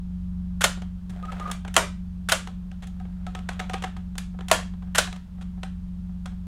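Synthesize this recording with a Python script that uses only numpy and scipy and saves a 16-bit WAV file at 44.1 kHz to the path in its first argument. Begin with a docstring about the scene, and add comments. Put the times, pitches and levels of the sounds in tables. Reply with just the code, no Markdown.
"""In a small room, close to one microphone, a mechanical film camera is fired three times and wound twice.
Each exposure is a whirr of curtains and a snap: impacts excite the resonances of the metal case.
The advance lever squeaks by friction or ratchets tooth by tooth, then springs back on its stop.
Small ticks and bumps fall in between, and the room adds a short reverberation.
Underneath, a low electric hum throbs over a distant motor, rumble and faint hiss."""
import sys
import numpy as np
from scipy import signal
from scipy.fft import rfft, irfft, next_fast_len
from scipy.io import wavfile
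from scipy.ndimage import uniform_filter1d

SR = 44100
rng = np.random.default_rng(int(sys.argv[2]) if len(sys.argv) > 2 else 0)


def master_out(mix):
    """Clip the mix to full scale and print it as 16-bit PCM to the path in sys.argv[1]."""
    frames = np.transpose(np.atleast_2d(mix))
    ceiling = np.clip(frames, -1, 1)
    pcm = np.round(ceiling * 32767).astype(np.int16)
    wavfile.write(sys.argv[1], SR, pcm)


N = 285309

# spectral envelopes of the running curtains and of the closing snap: f/Hz, relative level/dB
WHIRR_SPECTRUM = [(240, -41), (420, -12.5), (720, -2), (980, -7), (1400, 2), (2200, -3), (3300, -3),
                  (4600, -11), (8000, -9), (11600, -14), (16000, -34)]
SNAP_SPECTRUM = [(150, -42), (280, -14), (550, -0.5), (850, -5.5), (1400, 1.5), (2000, -6.5), (3200, -4),
                 (4700, -10.5), (7000, -7.5), (9500, -11.5), (13000, -24), (16000, -35)]
# resonances of the case around the shutter: f/Hz, bandwidth/Hz, relative level/dB
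SHUTTER_MODES = [(625, 110, 4.5), (1470, 49, -1), (2140, 75, 2), (2770, 36, 3), (3120, 110, 4.5),
                 (3560, 25, 0)]
# exposures: release t/s, relative run level/dB, closing t/s, relative closing level/dB
EXPOSURES = [(0.6085, -23, 0.64, -11), (2.287, -23, 2.32, -12.5), (4.948, -23.5, 4.9825, -11)]
def shutter():
    """Impact excitation: one curtain runs and is braked; the second slams shut about 1/30 s later."""
    out, t = np.zeros(N), np.arange(SR // 2) / SR
    run = chatter(t, 0.012, 0.035) * (1 - np.exp(-t / 0.00046))
    run += amp(-4.5) * chatter(t - 0.027, 0.006, 0.012)
    brake = chatter(t, 0.0022, 0.008)
    slam = chatter(t, 0.0049, 0.038) + amp(-7.5) * chatter(t, 0.006, 0.11)  # the case rings on
    crack = chatter(t, 0.0053, 0.0045)  # steel edges meet
    for release, run_db, closing, close_db in EXPOSURES:
        add(out, release, amp(run_db - 1) * strike(run, WHIRR_SPECTRUM, wet_db=-6.5, tilt_db=-0.96))
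        add(out, release + 0.0098, amp(run_db) * strike(brake, WHIRR_SPECTRUM, wet_db=-7.5, tilt_db=0.5))
        snap = strike(slam, SNAP_SPECTRUM, wet_db=-9.5, modes=SHUTTER_MODES)
        add(out, closing, amp(close_db - 4.5) * snap)
        add(out, closing, amp(close_db - 7) * strike(crack, SNAP_SPECTRUM, wet_db=-17, tilt_db=5))
    return out


# spectral envelope of the blow on the stop: f/Hz, relative level/dB
STOP_SPECTRUM = [(150, -38), (270, -9.5), (600, -0.5), (950, 0), (1500, -2), (2200, -8), (3100, -7.5),
                 (4600, -13.5), (7500, -11.5), (11000, -18), (16000, -38.5)]
# resonances of the plate under the lever: f/Hz, bandwidth/Hz, relative level/dB
PLATE_MODES = [(650, 90, 9.2), (935, 25, 8), (1417, 28, 10), (1780, 28, 7.5), (1085, 30, 3),
               (1290, 20, 3.6), (2690, 90, 4), (3080, 370, 5.4), (6560, 120, 1), (8970, 72, 2.5)]
# lever returns: t/s, relative level/dB, rebound delay/s, rebound level/dB re blow, flight from thumb/s
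LEVER_RETURNS = [(1.765, -6.5, 0.012, -11, .0236), (4.5137, -6.5, .0145, -14, .03)]
def lever_return():
    """Inelastic collision: the spring throws the lever against its stop, where it rebounds once."""
    out, t = np.zeros(N), np.arange(SR // 2) / SR
    blow = chatter(t, 0.0036, 0.012) + amp(-18) * chatter(t, 0.004, 0.1)
    crack = chatter(t, 0.0028, 0.003)  # steel edges meet
    for s, db, delay, rebound_db, _ in LEVER_RETURNS:
        force = blow + amp(rebound_db) * chatter(t - delay, 0.004, 0.026)
        add(out, s, amp(db - 2.5) * strike(force, STOP_SPECTRUM, wet_db=-7, modes=PLATE_MODES))
        add(out, s, amp(db - 10) * strike(crack, STOP_SPECTRUM, wet_db=-15.5, tilt_db=4))
    return out


# spectral envelope of the rubbing: f/Hz, relative level/dB
DRAG_SPECTRUM = [(200, -9.5), (450, -2), (750, 7), (950, -4.5), (1300, 4), (2200, -8.5), (3500, -12),
                 (5000, -22), (8000, -24.5), (15000, -36)]
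# lever pushes: start t/s, peak t/s, cut-off t/s (may precede the peak), peak drag level/dB,
# shutter latch t/s, latch level/dB
PUSHES = [(1.104, 1.501, 1.6, -42, 1.5139, -28.5), (2.903, 3.8, 3.7, -54, 4.1808, -29)]
def drag():
    """Sliding friction: gears and film rub in small grains, harder as the spring tightens."""
    grain = unit(amp(4 * wander(N, span=130)))
    t, envelope = np.arange(N) / SR, np.zeros(N)
    for start, peak, end, db, *_ in PUSHES:
        tension_db = np.interp(t, [start, peak, end], [-15, 0, -25], left=-np.inf, right=-np.inf)
        envelope += amp(db + tension_db)
    return envelope * grain * noise(DRAG_SPECTRUM)


# pawl drops: t/s, level/dB, chatter length/s, relative ring level/dB, lead of the lift/s
PAWL_DROPS = [(1.253, -46, 0.0044, 1, 0), (1.32, -39, 0.0047, -2.5, 0), (1.398, -37, .003, -9.5, 0),
              (1.478, -41, .0036, -7, 0.0027), (2.999, -49.5, .003, 4, 0), (3.266, -37, 0.0018, 3, 0),
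              (3.35, -35, .003, 4.5, 0), (3.4903, -26, 0.0012, -7.5, 0.0017),
              (3.599, -27.5, 0.0033, -3, .005), (3.697, -32, 0.0022, -3, 0.0014),
              (3.74, -27.5, .004, 1.5, .0063), (3.838, -29, .009, 1, .0155), (3.966, -44, .005, -0.5, 0)]
def ratchet():
    """Impact train: the pawl lifts, drops and takes up slack at each tooth; a latch ends the stroke."""
    out = np.zeros(N)
    for s, db, length, ring_db, lead in PAWL_DROPS:
        add(out, s - lead, amp(db - 6) * contact(length=0.0045, tilt_db=1, ring_db=-1))
        add(out, s, amp(db) * contact(length, tilt_db=-1.47, ring_db=ring_db))
        add(out, s + 0.042, amp(db - 19.5) * contact(length=0.0012, tilt_db=1, ring_db=-13.5))
    for *_, latch_s, latch_db in PUSHES:
        add(out, latch_s, amp(latch_db) * contact(length=0.0035, tilt_db=4.5, ring_db=-29))
    return out


# spectral envelope of a tick: f/Hz, relative level/dB
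TICK_SPECTRUM = [(150, -31), (350, 0), (800, 2.5), (1600, 2.5), (2300, -3), (3400, -2), (4800, -13),
                 (7000, -12), (10000, -19), (15500, -38.5)]
# modes of the winding train: mean f/Hz, relative level/dB, T60/s
GEAR_MODES = [(755, 6.5, .09), (1285, -4, 0.12), (1640, -12.5, .1)]
def contact(length, tilt_db, ring_db):
    """Damped free vibration: a small contact ticks and sets the winding train ringing."""
    t = np.arange(SR // 4) / SR
    force = chatter(t, length, 0.016) + amp(-23.5) * chatter(t, 0, 0.082)
    tick = strike(force, TICK_SPECTRUM, wet_db=-8.5, tilt_db=tilt_db)
    ring = np.zeros(len(t))
    for hz, db, t60 in GEAR_MODES:
        decay = amp(db + rng.normal(0, 2) - 60 * t / t60)
        ring += decay * np.sin(2 * np.pi * hz * rng.normal(1, 0.018) * t)
    ring *= amp(ring_db - 1) * (1 - np.exp(-(t / 0.0081) ** 2))  # the ring swells after the tick
    ring *= amp(3.1 * wander(len(t), span=300))  # loose gears ring unevenly
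    return tick + ring


# squeaks: middle t/s, length/s, f/Hz, level/dB
METAL_SQUEAKS = [(1.24, 0.026, 1233, -36), (1.295, 0.047, 1282, -35), (1.418, 0.033, 1225, -34.5),
                 (1.462, .022, 1202, -28.5), (1.495, .024, 1250, -32.5)]
def squeaks():
    """Friction-driven oscillation: dry metal sings in short wavering tones with a faint octave."""
    out = np.zeros(N)
    for s, length, hz, db in METAL_SQUEAKS:
        swell = np.hanning(int(length * SR))
        pitch = hz * (1 + 0.0084 * wander(len(swell), span=200))
        phase = 2 * np.pi * np.cumsum(pitch) / SR
        tone = np.sin(phase) + amp(-29.5) * np.sin(2 * phase)
        add(out, s - length / 2, amp(db) * np.sqrt(2) * swell * tone)
    return out


# light ticks, and at 4.823 s a faint, dull, short sound before the third exposure:
# t/s, level/dB, chatter length/s, tilt/(dB per octave)
SHORT_SOUNDS = [(0.774, -43.5, .0023, -3), (0.819, -41, 0.0039, -0.5), (1.096, -50.5, 0.011, 4),
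                (1.649, -35.5, 0.0025, -2.5), (1.678, -40, 0.0061, 0), (2.4725, -36, 0.0034, -0.5),
                (2.715, -47, .0025, -1), (2.823, -47, 0.021, .5), (2.87, -48.5, 0.0052, 5),
                (3.053, -49, .004, -4.5), (3.39, -41, .0014, 0), (4.154, -45.5, 0.0034, 0.5),
                (4.389, -40.5, 0.0038, -4), (4.408, -37, 0.0017, -2.5), (4.737, -51, .004, -4),
                (4.823, -50, .007, -3.5), (5.074, -35.5, 0.0018, -1), (5.127, -36, 0.0021, 1),
                (5.161, -46.5, 0.0057, 1), (5.411, -50, 0.018, 0.5), (5.632, -33, 0.0039, 0),
                (6.258, -37, 0.0041, 1)]
def small_sounds():
    """Transients: scattered short sounds, the lever slipping off the thumb, bumps as the grip shifts."""
    out = np.zeros(N)
    for s, db, length, tilt_db in SHORT_SOUNDS:
        add(out, s, amp(db) * contact(length, tilt_db, ring_db=-7.5))
    for s, *_, flight in LEVER_RETURNS:  # the lever leaves the thumb, then grazes it halfway home
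        add(out, s - flight, amp(-34) * contact(length=0.0038, tilt_db=5.5, ring_db=-8))
        add(out, s - flight / 2, amp(-36.5) * contact(length=0.006, tilt_db=1.5, ring_db=-14.5))
    fidget_from_s, spacing_s = 3.5, 1 / 3.4
    for s in np.arange(fidget_from_s, N / SR, spacing_s):
        onset, db = s + rng.uniform(0, spacing_s), rng.normal(-58, 2)
        add(out, onset, amp(db) * contact(length=0.009, tilt_db=-6, ring_db=4))
    return out


def thumb(grip_s=1.095):
    """Compliant contact: the soft thumb takes hold of the lever, exciting mainly low frequencies."""
    out, t = np.zeros(N), np.arange(SR // 4) / SR
    # f/Hz, relative level/dB
    flesh = [(50, -8), (100, -0.5), (250, -10.5), (600, -27.5), (2000, -41), (6000, -64.5)]
    add(out, grip_s, amp(-35.5) * strike(chatter(t, 0.0075, 0.017), flesh, wet_db=-7))
    return out


# reverberation time of the room: f/Hz, T60/s
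ROOM_DECAY = [(250, 0.26), (600, 0.23), (1500, 0.28), (4000, 0.3), (9000, .24), (15000, 0.16)]
def room(x, build_s=0.0052):
    """Reverberation: a diffuse tail builds up, then decays exponentially, soonest in the top treble."""
    hz, t, spectra = signal.stft(rng.standard_normal(SR // 3), SR, nperseg=256)
    decay = amp(-60 * t / along(ROOM_DECAY, hz)[:, None])
    tail = signal.istft(spectra * decay, SR, nperseg=256)[1]
    tail *= 1 - np.exp(-(np.arange(len(tail)) / SR / build_s) ** 2)
    return signal.fftconvolve(x, tail / np.linalg.norm(tail))[:len(x)]


# lines of the hum: multiple of the mains frequency, multiple of the flutter rate added to it
HUM_LINES = [(1, -1), (1, 0), (1, 1), (1, 2), (3, -2), (3, -1), (3, 0), (3, 1), (3, 2)]
# strength of each line: level/dB
HUM_LEVELS = [-43.5, -41.5, -43, -65.5, -56.5, -56, -36, -58, -64]
# brief dips of the hum: t/s, depth/dB
LEVEL_DIPS = [(1.049, 3), (2.41, 4), (2.75, 3), (3.9, 1.5), (5.25, 9)]
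def mains_hum(mains_hz=59.94, flutter_hz=23.976):
    """Modulation: sidebands in quadrature make the hum flutter; its level swells once and dips briefly."""
    turn = 2 * np.pi * np.arange(N) / SR
    mains, flutter = mains_hz * turn, flutter_hz * turn + rng.uniform(0, 2 * np.pi)
    hum = sum(amp(db) * np.sin(harmonic * mains + sideband * flutter + abs(sideband) * np.pi / 2)
              for (harmonic, sideband), db in zip(HUM_LINES, HUM_LEVELS))
    swell_db = 3.5 * hump(0.43, width=0.35)
    dip_db = sum(depth * hump(s, width=0.1) for s, depth in LEVEL_DIPS)
    return np.sqrt(2) * amp(swell_db - dip_db) * hum


# partials of the motor: f/Hz, level/dB
MOTOR_PARTIALS = [(46.6, -48.5), (139.8, -61)]
def motor():
    """Periodic vibration: a distant motor drones on its fundamental and third harmonic."""
    t = np.arange(N) / SR
    return np.sqrt(2) * sum(amp(db) * np.sin(2 * np.pi * hz * t) for hz, db in MOTOR_PARTIALS)


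# spectral envelopes of the rumble and of the hiss: f/Hz, relative level/dB
RUMBLE_SPECTRUM = [(8, -12.5), (30, -5), (55, -20.5), (80, -1.5), (100, -17), (155, -19.5), (178, -7),
                   (193, 1), (215, -20), (300, -27), (500, -50), (900, -120)]
HISS_SPECTRUM = [(180, -20), (320, 0), (900, 0), (1400, -4), (2100, -10), (3400, -10), (5000, -15),
                 (8000, -19), (13000, -23), (16000, -26)]
def ambient_noise():
    """Stationary noise: a low rumble and a faint hiss."""
    return amp(-45.5) * noise(RUMBLE_SPECTRUM) + amp(-64) * noise(HISS_SPECTRUM)


def strike(force, spectrum, wet_db, modes=(), tilt_db=0):
    """Direct and diffuse sound: the room gathers a contact from two sides and so evens out its peaks."""
    broad = body(spectrum, tilt_db=tilt_db)
    diffuse = sum(room(excite(force, broad)) for side in range(2)) / np.sqrt(2)
    direct = excite(force, body(spectrum, modes, tilt_db))
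    return direct + amp(wet_db) * diffuse


def chatter(t, length, fall):
    """Contact force: parts chatter for length seconds, then settle by 60 dB in fall seconds."""
    return (t >= 0) * amp(-60 * np.maximum(t - length, 0) / fall)


def excite(force, response, uneven_db=5):
    """Convolution: tiny impacts of uneven size shake a body; the force curve sets the energy."""
    signs = rng.choice([-1, 1], len(force))
    impacts = signs * amp(uneven_db * rng.exponential(size=len(force)).clip(0, 4))
    impacts /= np.sqrt(uniform_filter1d(impacts ** 2, size=220))
    vibration = signal.fftconvolve(force * impacts, response)[:len(force)]
    return vibration * np.linalg.norm(force) / np.linalg.norm(vibration)


def body(spectrum, modes=(), tilt_db=0, size=4096):
    """Minimum-phase impulse response of energy 1: resonance peaks on an envelope tilted per octave."""
    hz = np.fft.rfftfreq(size, 1 / SR)
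    peaks = 1 + sum(amp(db) / (1 + (2 * (hz - centre) / width) ** 2) for centre, width, db in modes)
    octaves = np.log2(np.maximum(hz, 200) / 1000)
    gain = peaks * amp(np.maximum(along(spectrum, hz), -60) + tilt_db * octaves)
    cepstrum = irfft(np.log(gain))
    cepstrum[1:size // 2] *= 2  # folding the cepstrum makes the response causal
    cepstrum[size // 2 + 1:] = 0
    response = irfft(np.exp(rfft(cepstrum)))
    return response / np.linalg.norm(response)


def noise(spectrum):
    """Spectral shaping: white noise filtered to an envelope, at rms 1."""
    size = next_fast_len(N)
    gain = amp(along(spectrum, np.fft.rfftfreq(size, 1 / SR)))
    return unit(irfft(rfft(rng.standard_normal(size)) * gain, size)[:N])


def wander(count, span):
    """Random fluctuation of rms 1: noise averaged over span samples."""
    return unit(uniform_filter1d(rng.standard_normal(count), size=span))


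def hump(s, width):
    """Gaussian pulse of height 1 around time s."""
    return np.exp(-((np.arange(N) / SR - s) / width) ** 2)


def along(points, hz):
    """Interpolation of (f/Hz, value) points on a logarithmic frequency axis."""
    frequencies, values = np.transpose(points)
    return np.interp(np.log(hz + 1), np.log(frequencies + 1), values)


def amp(db):
    """Amplitude ratio of a level in decibels."""
    return 10 ** (np.asarray(db) / 20)


def unit(x):
    """Normalisation to rms 1."""
    return x / np.sqrt(np.mean(x ** 2) + 1e-20)


def add(track, s, sound):
    """Superposition of a sound on a track at time s."""
    part = track[max(round(s * SR), 0):][:len(sound)]
    part += sound[:len(part)]


def scene():
    """Superposition: all sources sum at one microphone, heard alike in both ears."""
    impacts = shutter() + lever_return() + ratchet() + thumb()
    friction = drag() + squeaks()
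    winding = friction + amp(-9) * room(friction)
    background = mains_hum() + motor() + ambient_noise()
    return np.tile(impacts + winding + small_sounds() + background, (2, 1))


def record(dry):
    """Clipping and band limiting: peaks are held to full scale, then the top treble is cut off."""
    size, top_hz = next_fast_len(N + SR // 2), 15900
    passband = np.fft.rfftfreq(size, 1 / SR) < top_hz
    return irfft(rfft(np.clip(dry, -1, 1), size) * passband, size)[:, :N]


dry = scene()
out = record(dry)
master_out(out)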